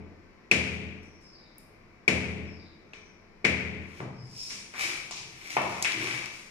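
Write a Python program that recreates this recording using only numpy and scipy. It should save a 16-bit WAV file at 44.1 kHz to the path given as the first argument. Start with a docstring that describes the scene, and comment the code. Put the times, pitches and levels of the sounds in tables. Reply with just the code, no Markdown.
"""A small tiled bathroom. A hammer drives a screwdriver against a wall tile: the shaft rings, the tile
clacks and thuds, and each blow booms in the room's standing waves. Then tools are put down, feet and
cloth scuff and knock, and something hollow drags over the floor. Faint birds chirp outside over a dull
room noise. Two microphone ports hear it, the left with a cavity that rings near 2.2 kHz, and a gain
control ducks the loud moments."""
import sys
import numpy as np
from scipy import signal
from scipy.fft import rfft, irfft, next_fast_len
from scipy.io import wavfile
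from scipy.ndimage import uniform_filter1d, minimum_filter1d

SR = 44100
rng = np.random.default_rng(int(sys.argv[2]) if len(sys.argv) > 2 else 0)


def master(y):
    """Save y as 16-bit WAV."""
    cut = np.clip(np.atleast_2d(y).T, -1, 1)
    pcm = np.round(cut * 32767)  # scale
    wavfile.write(sys.argv[1], SR, pcm.astype(np.int16))


N = 286650
LONG = next_fast_len(N + 3 * SR)   # time wraps round, so earlier sound leaves its tail at the start


def from_db(db):
    """Decibels to gain."""
    return 10 ** (np.asarray(db) / 20)


def rms_one(x):
    """Scale to rms 1."""
    return x / np.sqrt(np.mean(x ** 2) + 1e-20)


def peak_one(x):
    """Scale to peak 1."""
    return x / np.abs(x).max()


def gesture(full_s, swell_s, hold_s, fade_db_per_s):
    """Envelope that rises 19.5 dB per swell_s up to full_s, holds, then fades."""
    t = np.arange(LONG) / SR - full_s
    swell_db = 19.5 * np.minimum(t / max(swell_s, .005), 0)
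    fade_db = fade_db_per_s * np.maximum(t - hold_s, 0)
    return from_db(np.maximum(swell_db - fade_db, -200))


def at_hz(points, hz):
    """Read a curve on a log frequency axis."""
    return np.interp(np.log(hz), np.log(np.array(points)[:, 0]), np.array(points)[:, 1])


def band(x, low_hz, high_hz, order=2):
    """Butterworth band-pass."""
    edges = np.clip([low_hz, high_hz], 15, [.4 * SR, .45 * SR])
    return signal.sosfilt(signal.butter(order, edges, "band", fs=SR, output="sos"), x)


def resonance(x, hz, width_hz):
    """Two-pole resonance, gain 1 at its peak."""
    r = np.exp(-np.pi * width_hz / SR)
    gain = (1 - r * r) / 2
    return signal.lfilter([gain, 0, -gain], [1, -2 * r * np.cos(2 * np.pi * hz / SR), r * r], x)


def steep_resonance(x, hz, width_hz):
    """The same resonance twice over, for steeper skirts."""
    return resonance(resonance(x, hz, width_hz), hz, width_hz)


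def add(bus, start_s, sound):
    """Mix a short sound into a bus."""
    bus[(round(start_s * SR) + np.arange(len(sound))) % LONG] += sound


def room_noise():
    """Steady dull bed of building and street noise."""
    # Noise spectrum: frequency_hz, relative_db
    spectrum = [(15, -35.5), (25, -14), (43, 0.5), (54, -8), (93, -7), (121, -16.5), (196, -8), (278, -15),
                (383, -10), (427, -13.5), (2130, -28.5), (3350, -40.5), (5140, -40.5), (15000, -77)]
    hz = np.maximum(np.arange(LONG // 2 + 1) * SR / LONG, 1)
    noise = irfft(rfft(rng.standard_normal(LONG)) * from_db(at_hz(spectrum, hz)), LONG)
    return from_db(-57) * rms_one(noise)


def rumble():
    """Deep noise, mostly shared by the two ports."""
    deep = from_db(-68) * rms_one(band(rng.standard_normal((3, N)), 18, 40))
    return .45 * deep[:2] + deep[2]


def hammer_blows():
    """The shaft rings until the fist damps it; the tile clacks, thuds and cracks, mostly into the room."""
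    # Blows, the first just before the start: start_s, shaft_hz, then relative levels
    # ring_db, clack_db, thud_db, crack_db
    blows = [(-.45, 2240, -30, -21, -17, -41), (0.5125, 2514, -11.5, -11.5, -19, -18.5),
             (2.0781, 2360, -15, -14, -18.5, -22), (3.444, 2230, -26.5, -12, -21.5, -54)]
    ring_s, crack_hz = .0045, (900, 6700)
    direct, send, wall_push = np.zeros((3, LONG))
    t = np.arange(SR // 10) / SR
    click = 1. * (t == 0) + 1e-18
    contact = np.sin(np.pi * np.minimum(t / ring_s, 1))
    thud = peak_one(steep_resonance(click, hz=365, width_hz=373))
    crack = peak_one(band(click, *crack_hz, order=1))
    chips = peak_one(band(rng.standard_normal(len(t)) * contact, *crack_hz, order=1))
    low_tile_mode = from_db(-6) * peak_one(resonance(click, hz=1560, width_hz=670))
    for start_s, shaft_hz, ring_db, clack_db, thud_db, crack_db in blows:
        ring = from_db(ring_db) * contact * np.sin(2 * np.pi * shaft_hz * t)
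        clack = from_db(clack_db) * (peak_one(resonance(click, shaft_hz, width_hz=696)) - low_tile_mode)
        tile = clack + from_db(thud_db) * thud + from_db(crack_db) * crack
        add(direct, start_s, ring + from_db(thud_db - 7.5) * thud + from_db(crack_db - 2.5) * chips)
        add(send, start_s, from_db(-35.5) * ring + tile)
        add(wall_push, start_s, from_db(thud_db - 2.5) * click)
    return direct, send, wall_push


def tile_reverb(send):
    """Hard walls throw back a diffuse stereo tail that dies band by band."""
    # Decay of the tail: frequency_hz, t60_s
    decay = [(60, 1.3), (160, 1.85), (420, 0.8), (1100, 0.84), (2910, 0.73), (7680, 0.56)]
    # Colour of the tail: frequency_hz, relative_db
    colour = [(40, -27.5), (100, 1), (300, 0), (1000, 5.5), (3000, 8.5), (8000, 12), (15000, -18.5)]
    # Likeness of left and right: frequency_hz, correlation
    likeness = [(60, 0.15), (300, 1), (600, 0.1), (1200, 0.36), (3000, -0.28), (12000, 0.13)]
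    first_echo_s = .004
    t = np.arange(2 * SR) / SR
    tail = np.zeros((2, len(t)))
    edges_hz = 40 * 2 ** np.arange(0, 9, .5)
    white = rng.standard_normal((2, 2, len(t)))
    for k, (low, high) in enumerate(zip(edges_hz, edges_hz[1:])):
        hz = np.sqrt(low * high)
        mid, side = band(white[k % 2], low, high)
        alike = at_hz(likeness, hz)
        envelope = from_db(at_hz(colour, hz) - 60 * t / at_hz(decay, hz))
        tail += envelope * (np.sqrt(1 + alike) * mid + np.sqrt(1 - alike) * side * [[1], [-1]])
    tail *= np.clip(t / first_echo_s - .5, 0, 1)   # silent until the nearest wall answers
    tail /= np.sqrt(np.mean(np.sum(tail ** 2, axis=1)))
    return irfft(rfft(send) * rfft(tail, LONG), LONG)


def room_boom(push):
    """A shaken wall or floor drives standing waves; each builds, hangs on, then drops away faster."""
    # Lowest room modes: pitch_hz, level_db, early_t60_s
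    modes = [(76.4, -6, 0.99), (83.7, -8, 1.9), (97.5, -14, 1.2), (121, -6.5, 1.07), (162.5, -6.5, 1.12),
             (191, -4, 1.285), (216.7, -10, 1.27), (255.3, -3, 0.69), (318, -9.5, 0.48),
             (379.5, -5.5, 0.19), (428.6, -8.5, 1.08)]
    build_cycles, hang_s, drop_db_per_s = 2.5, .35, 41
    t = np.arange(2 * SR) / SR
    drop_db = drop_db_per_s * np.maximum(t - hang_s, 0)
    response = np.zeros((2, len(t)))
    for hz, level_db, t60_s in modes:
        swell = 1 - np.exp(-t * hz / build_cycles)
        phase = 2 * np.pi * (hz * t + rng.random()) + rng.normal(0, .37, (2, 1))   # offset at each port
        response += from_db(level_db - 60 * t / t60_s - drop_db) * swell * np.sin(phase)
    return irfft(rfft(push) * rfft(response, LONG), LONG)


def birds():
    """Far chirps smeared by echoes: narrow noise riding a sagging pitch, broken up by a flutter."""
    # Notes through the walls: full_s, hold_s, pitch_hz, relative_db
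    chirps = [(1.023, 0.16, 5680, -81), (1.258, 0.034, 5170, -70.5), (1.347, 0.019, 4820, -70.5),
              (1.392, 0.12, 3930, -82), (1.549, 0.021, 5110, -81), (2.484, 0.035, 5230, -74),
              (2.585, 0.02, 4890, -71.5), (2.629, 0.074, 3910, -77), (2.945, 0.12, 5850, -79),
              (4.187, 0.16, 5150, -72), (4.4, 0.017, 5260, -53), (4.487, .03, 5800, -63.5)]
    width_hz, sag_hz_per_s, flutter_db = 450, 550, 3.5
    song, t = np.zeros(LONG), np.arange(LONG) / SR
    lowpass = signal.butter(2, width_hz / 2, fs=SR, output="sos")
    blur = rms_one(signal.sosfilt(lowpass, rng.standard_normal((2, LONG))))
    for full_s, hold_s, hz, level_db in chirps:
        phase = 2 * np.pi * (hz - sag_hz_per_s * (t - full_s) / 2) * (t - full_s)
        envelope = gesture(full_s, swell_s=.067, hold_s=hold_s, fade_db_per_s=134)
        song += from_db(level_db) * envelope * (blur[0] * np.cos(phase) + blur[1] * np.sin(phase))
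    flutter = rms_one(band(rng.standard_normal(LONG), 9.8, 50))
    return song * from_db(flutter_db * flutter)


def knocks():
    """Tools and feet make short rough contacts, each coloured round its pitch, and push on the floor."""
    # Knocks and ticks, a row per colour: start_s, peak_db, pitch_hz, width_octaves, send_db, boom_db
    contacts = [(1.031, -54.5, 11000, 3.6, 11, -84), (1.21, -63, 8350, 3.3, 21, -72),
                (1.582, -35.5, 13300, 0.54, 7, -62), (2.933, -40.5, 2540, 0.16, -4, -60.5),
                (2.935, -36.5, 1130, 2.9, 6, -58), (4.005, -30, 417, 2.1, 8.5, -41),
                (4.002, -32, 1340, 0.82, -12, -62), (4.499, -35, 1200, 5.17, 18, -53.5),
                (4.738, -37, 990, 1.67, 11.5, -56.5), (4.794, -25.5, 2700, 3.5, 9.5, -59),
                (4.902, -52, 2172, 2.9, 6, -71), (5.109, -34.5, 890, 0.78, 4, -56.5),
                (5.11, -33, 4400, 1.33, 13.5, -82), (5.17, -33.5, 3870, 1.5, 10.5, -64),
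                (5.23, -38.5, 2470, 1.06, -9, -81), (5.504, -34, 3940, 2.1, 9, -65),
                (5.567, -13, 757, 0.97, 8.5, -36.5), (5.569, -20, 2220, 0.75, 6, -78),
                (5.825, -16, 6400, 1.3, 3.5, -53.5), (5.847, -20.5, 2100, 1.11, 12, -49),
                (5.92, -20, 3040, 2.1, -5, -50), (6.258, -32, 3050, 2.4, -26, -73)]
    direct, send, floor_push = np.zeros((3, LONG))
    t = np.arange(SR // 20) / SR
    click = 1. * (t == 0) + 1e-18
    for start_s, peak_db, hz, octaves, send_db, boom_db in contacts:
        spread = 2 ** (max(octaves, .2) / 2)
        edges_hz = hz / spread, hz * spread
        rough = rng.standard_normal(len(t)) * np.exp(-t / .0023)
        add(direct, start_s, from_db(peak_db) * peak_one(band(rough, *edges_hz)))
        add(send, start_s, from_db(peak_db + send_db) * peak_one(band(click, *edges_hz)))
        add(floor_push, start_s, from_db(boom_db) * click)
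    return direct, send, band(floor_push, 105, 2000)   # the stiff floor barely drives the deepest modes


def scuffs():
    """Cloth and soles rub in dense uneven grains of friction; two unrelated layers, mid and side."""
    # Strokes: full_s, swell_s, hold_s, relative_db, fade_db_per_s, brightness_octaves, spread_octaves
    strokes = [(3.973, 0.23, .015, -49.5, 300, 0.99, 2), (4.397, 0.14, .15, -45, 90, 2.65, 0.67),
               (4.515, .03, 0.023, -53, 95, 1.3, 0.53), (4.815, 0.063, 0.0067, -28, 91, 1.69, 1.6),
               (5.137, 0.06, 0.061, -48.5, 67, 2.1, 1), (5.527, 0.26, 0.17, -39, 53, 1.8, 1.75),
               (5.846, 0.011, 0.0076, -33, 107, 1.5, 1.9), (6.046, 0.3, 0.069, -34, 65, 1.14, 1.7),
               (6.342, 0.076, 0.018, -51.5, 69, 2.8, 0.79)]
    grains_per_s = 9000
    sizes = from_db(3.74 * np.minimum(rng.exponential(1, LONG), 5)) * rng.standard_normal((2, LONG))
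    grains = sizes * (rng.random((2, LONG)) < grains_per_s / SR)
    centres = np.linspace(-1, 3.67, 8)   # octaves above 1 kHz, like the brightness
    power = np.zeros((len(centres), 1, LONG))
    for full_s, swell_s, hold_s, level_db, fade_db_per_s, brightness, spread in strokes:
        weights = np.exp(-((centres - brightness) / spread) ** 2)
        envelope = from_db(level_db) * gesture(full_s, swell_s, hold_s, fade_db_per_s)
        power[:, 0] += np.outer(weights / weights.sum(), envelope ** 2)
    bands = [rms_one(band(np.roll(grains, k, axis=0), 790 * 2 ** octave, 1260 * 2 ** octave))
             for k, octave in enumerate(centres)]
    rub = np.sum(np.sqrt(power) * bands, axis=0)
    return rub + from_db(-2) * resonance(rub, hz=2350, width_hz=380)   # the rubbed surface rings


def hollow_drag():
    """Friction on the floor excites the two modes of a hollow body."""
    # Drags: full_s, swell_s, hold_s, low_mode_db, upper_mode_db
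    drags = [(4.003, 0.017, 0.011, -41, -49.5), (4.233, 0.11, .02, -49.5, -73),
             (4.86, 0.045, 0.01, -59, -50), (5.172, 0.26, 0.5, -63.5, -67.5),
             (5.607, 0.049, 0.053, -45.5, -40.5), (5.976, 0.074, 0.022, -48.5, -43),
             (6.11, .12, .04, -53, -54.5)]
    # Body modes: pitch_hz, width_hz
    body = [(124, 33), (330, 103)]
    friction = band(rng.standard_normal(LONG), 105, 600)
    modes = [rms_one(steep_resonance(friction, hz, width_hz)) for hz, width_hz in body]
    gains = sum(np.outer(from_db(levels_db), gesture(full_s, swell_s, hold_s, fade_db_per_s=90.5))
                for full_s, swell_s, hold_s, *levels_db in drags)
    return np.sum(gains * modes, axis=0)


def gain_control(x):
    """Loud moments pull the gain down fast; it holds a moment, then climbs back."""
    threshold_db, cut_db_per_db = -27.5, .68
    attack_s, hold_s, release_db_per_s = .0054, .1, 27.5
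    power = uniform_filter1d(np.mean(x ** 2, axis=0), size=441, origin=220)   # over the last 10 ms
    cut_db = cut_db_per_db * np.maximum(10 * np.log10(power + 1e-12) - threshold_db, 0)
    half_hold = int(hold_s * SR / 2)
    held_db = -minimum_filter1d(-cut_db, size=2 * half_hold + 1, origin=half_hold)
    climb_db = release_db_per_s * np.arange(N) / SR
    released_db = np.maximum.accumulate(held_db + climb_db) - climb_db
    pole = np.exp(-1 / (attack_s * SR))
    return x * from_db(-signal.lfilter([1 - pole], [1, -pole], released_db))


def scene():
    """Stereo mix of the direct sounds, the reverb and boom of the room, and the rumble."""
    hammer, hammer_send, wall_push = hammer_blows()
    knock, knock_send, floor_push = knocks()
    scuff, scuff_side = scuffs()
    song = birds()
    send = from_db(14) * hammer_send + knock_send + from_db(-9.5) * scuff + from_db(3) * song
    room = tile_reverb(send + room_noise()) + room_boom(wall_push + floor_push)
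    bed = rumble()
    direct = hammer + knock + from_db(-9) * scuff + from_db(6.5) * song
    direct = np.array([np.roll(direct, 12), direct])   # left lags: the action is nearer the right port
    direct += from_db(-19.2) * scuff_side * [[1], [-1]]
    return (direct + room + hollow_drag())[:, :N] + bed


def record(dry):
    """Two hissing capsules behind ringing ports, then gain control, rounded peaks and a top cut."""
    cavity_hz, cavity_width_hz, dull_hz, cutoff_hz = 2224, 534, 13030, 15800
    left, right = dry + from_db(-86) * rng.standard_normal((2, N))
    # the left port's cavity rings and dulls the top
    cavity = resonance(resonance(left, cavity_hz, cavity_width_hz), cavity_hz, 4.8 * cavity_width_hz)
    left = signal.sosfilt(signal.butter(1, dull_hz, fs=SR, output="sos"), left + from_db(6) * cavity)
    both = np.array([left, right]) * from_db([[1.23], [-1.23]])
    both += from_db(-6.5) * resonance(both, hz=5440, width_hz=1300)   # presence lift of both ports
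    rounded = 1.655 * np.tanh(gain_control(both) / 1.274)
    return signal.sosfilt(signal.cheby2(12, 60, cutoff_hz, fs=SR, output="sos"), rounded)


dry = scene()
out = record(dry)
master(out)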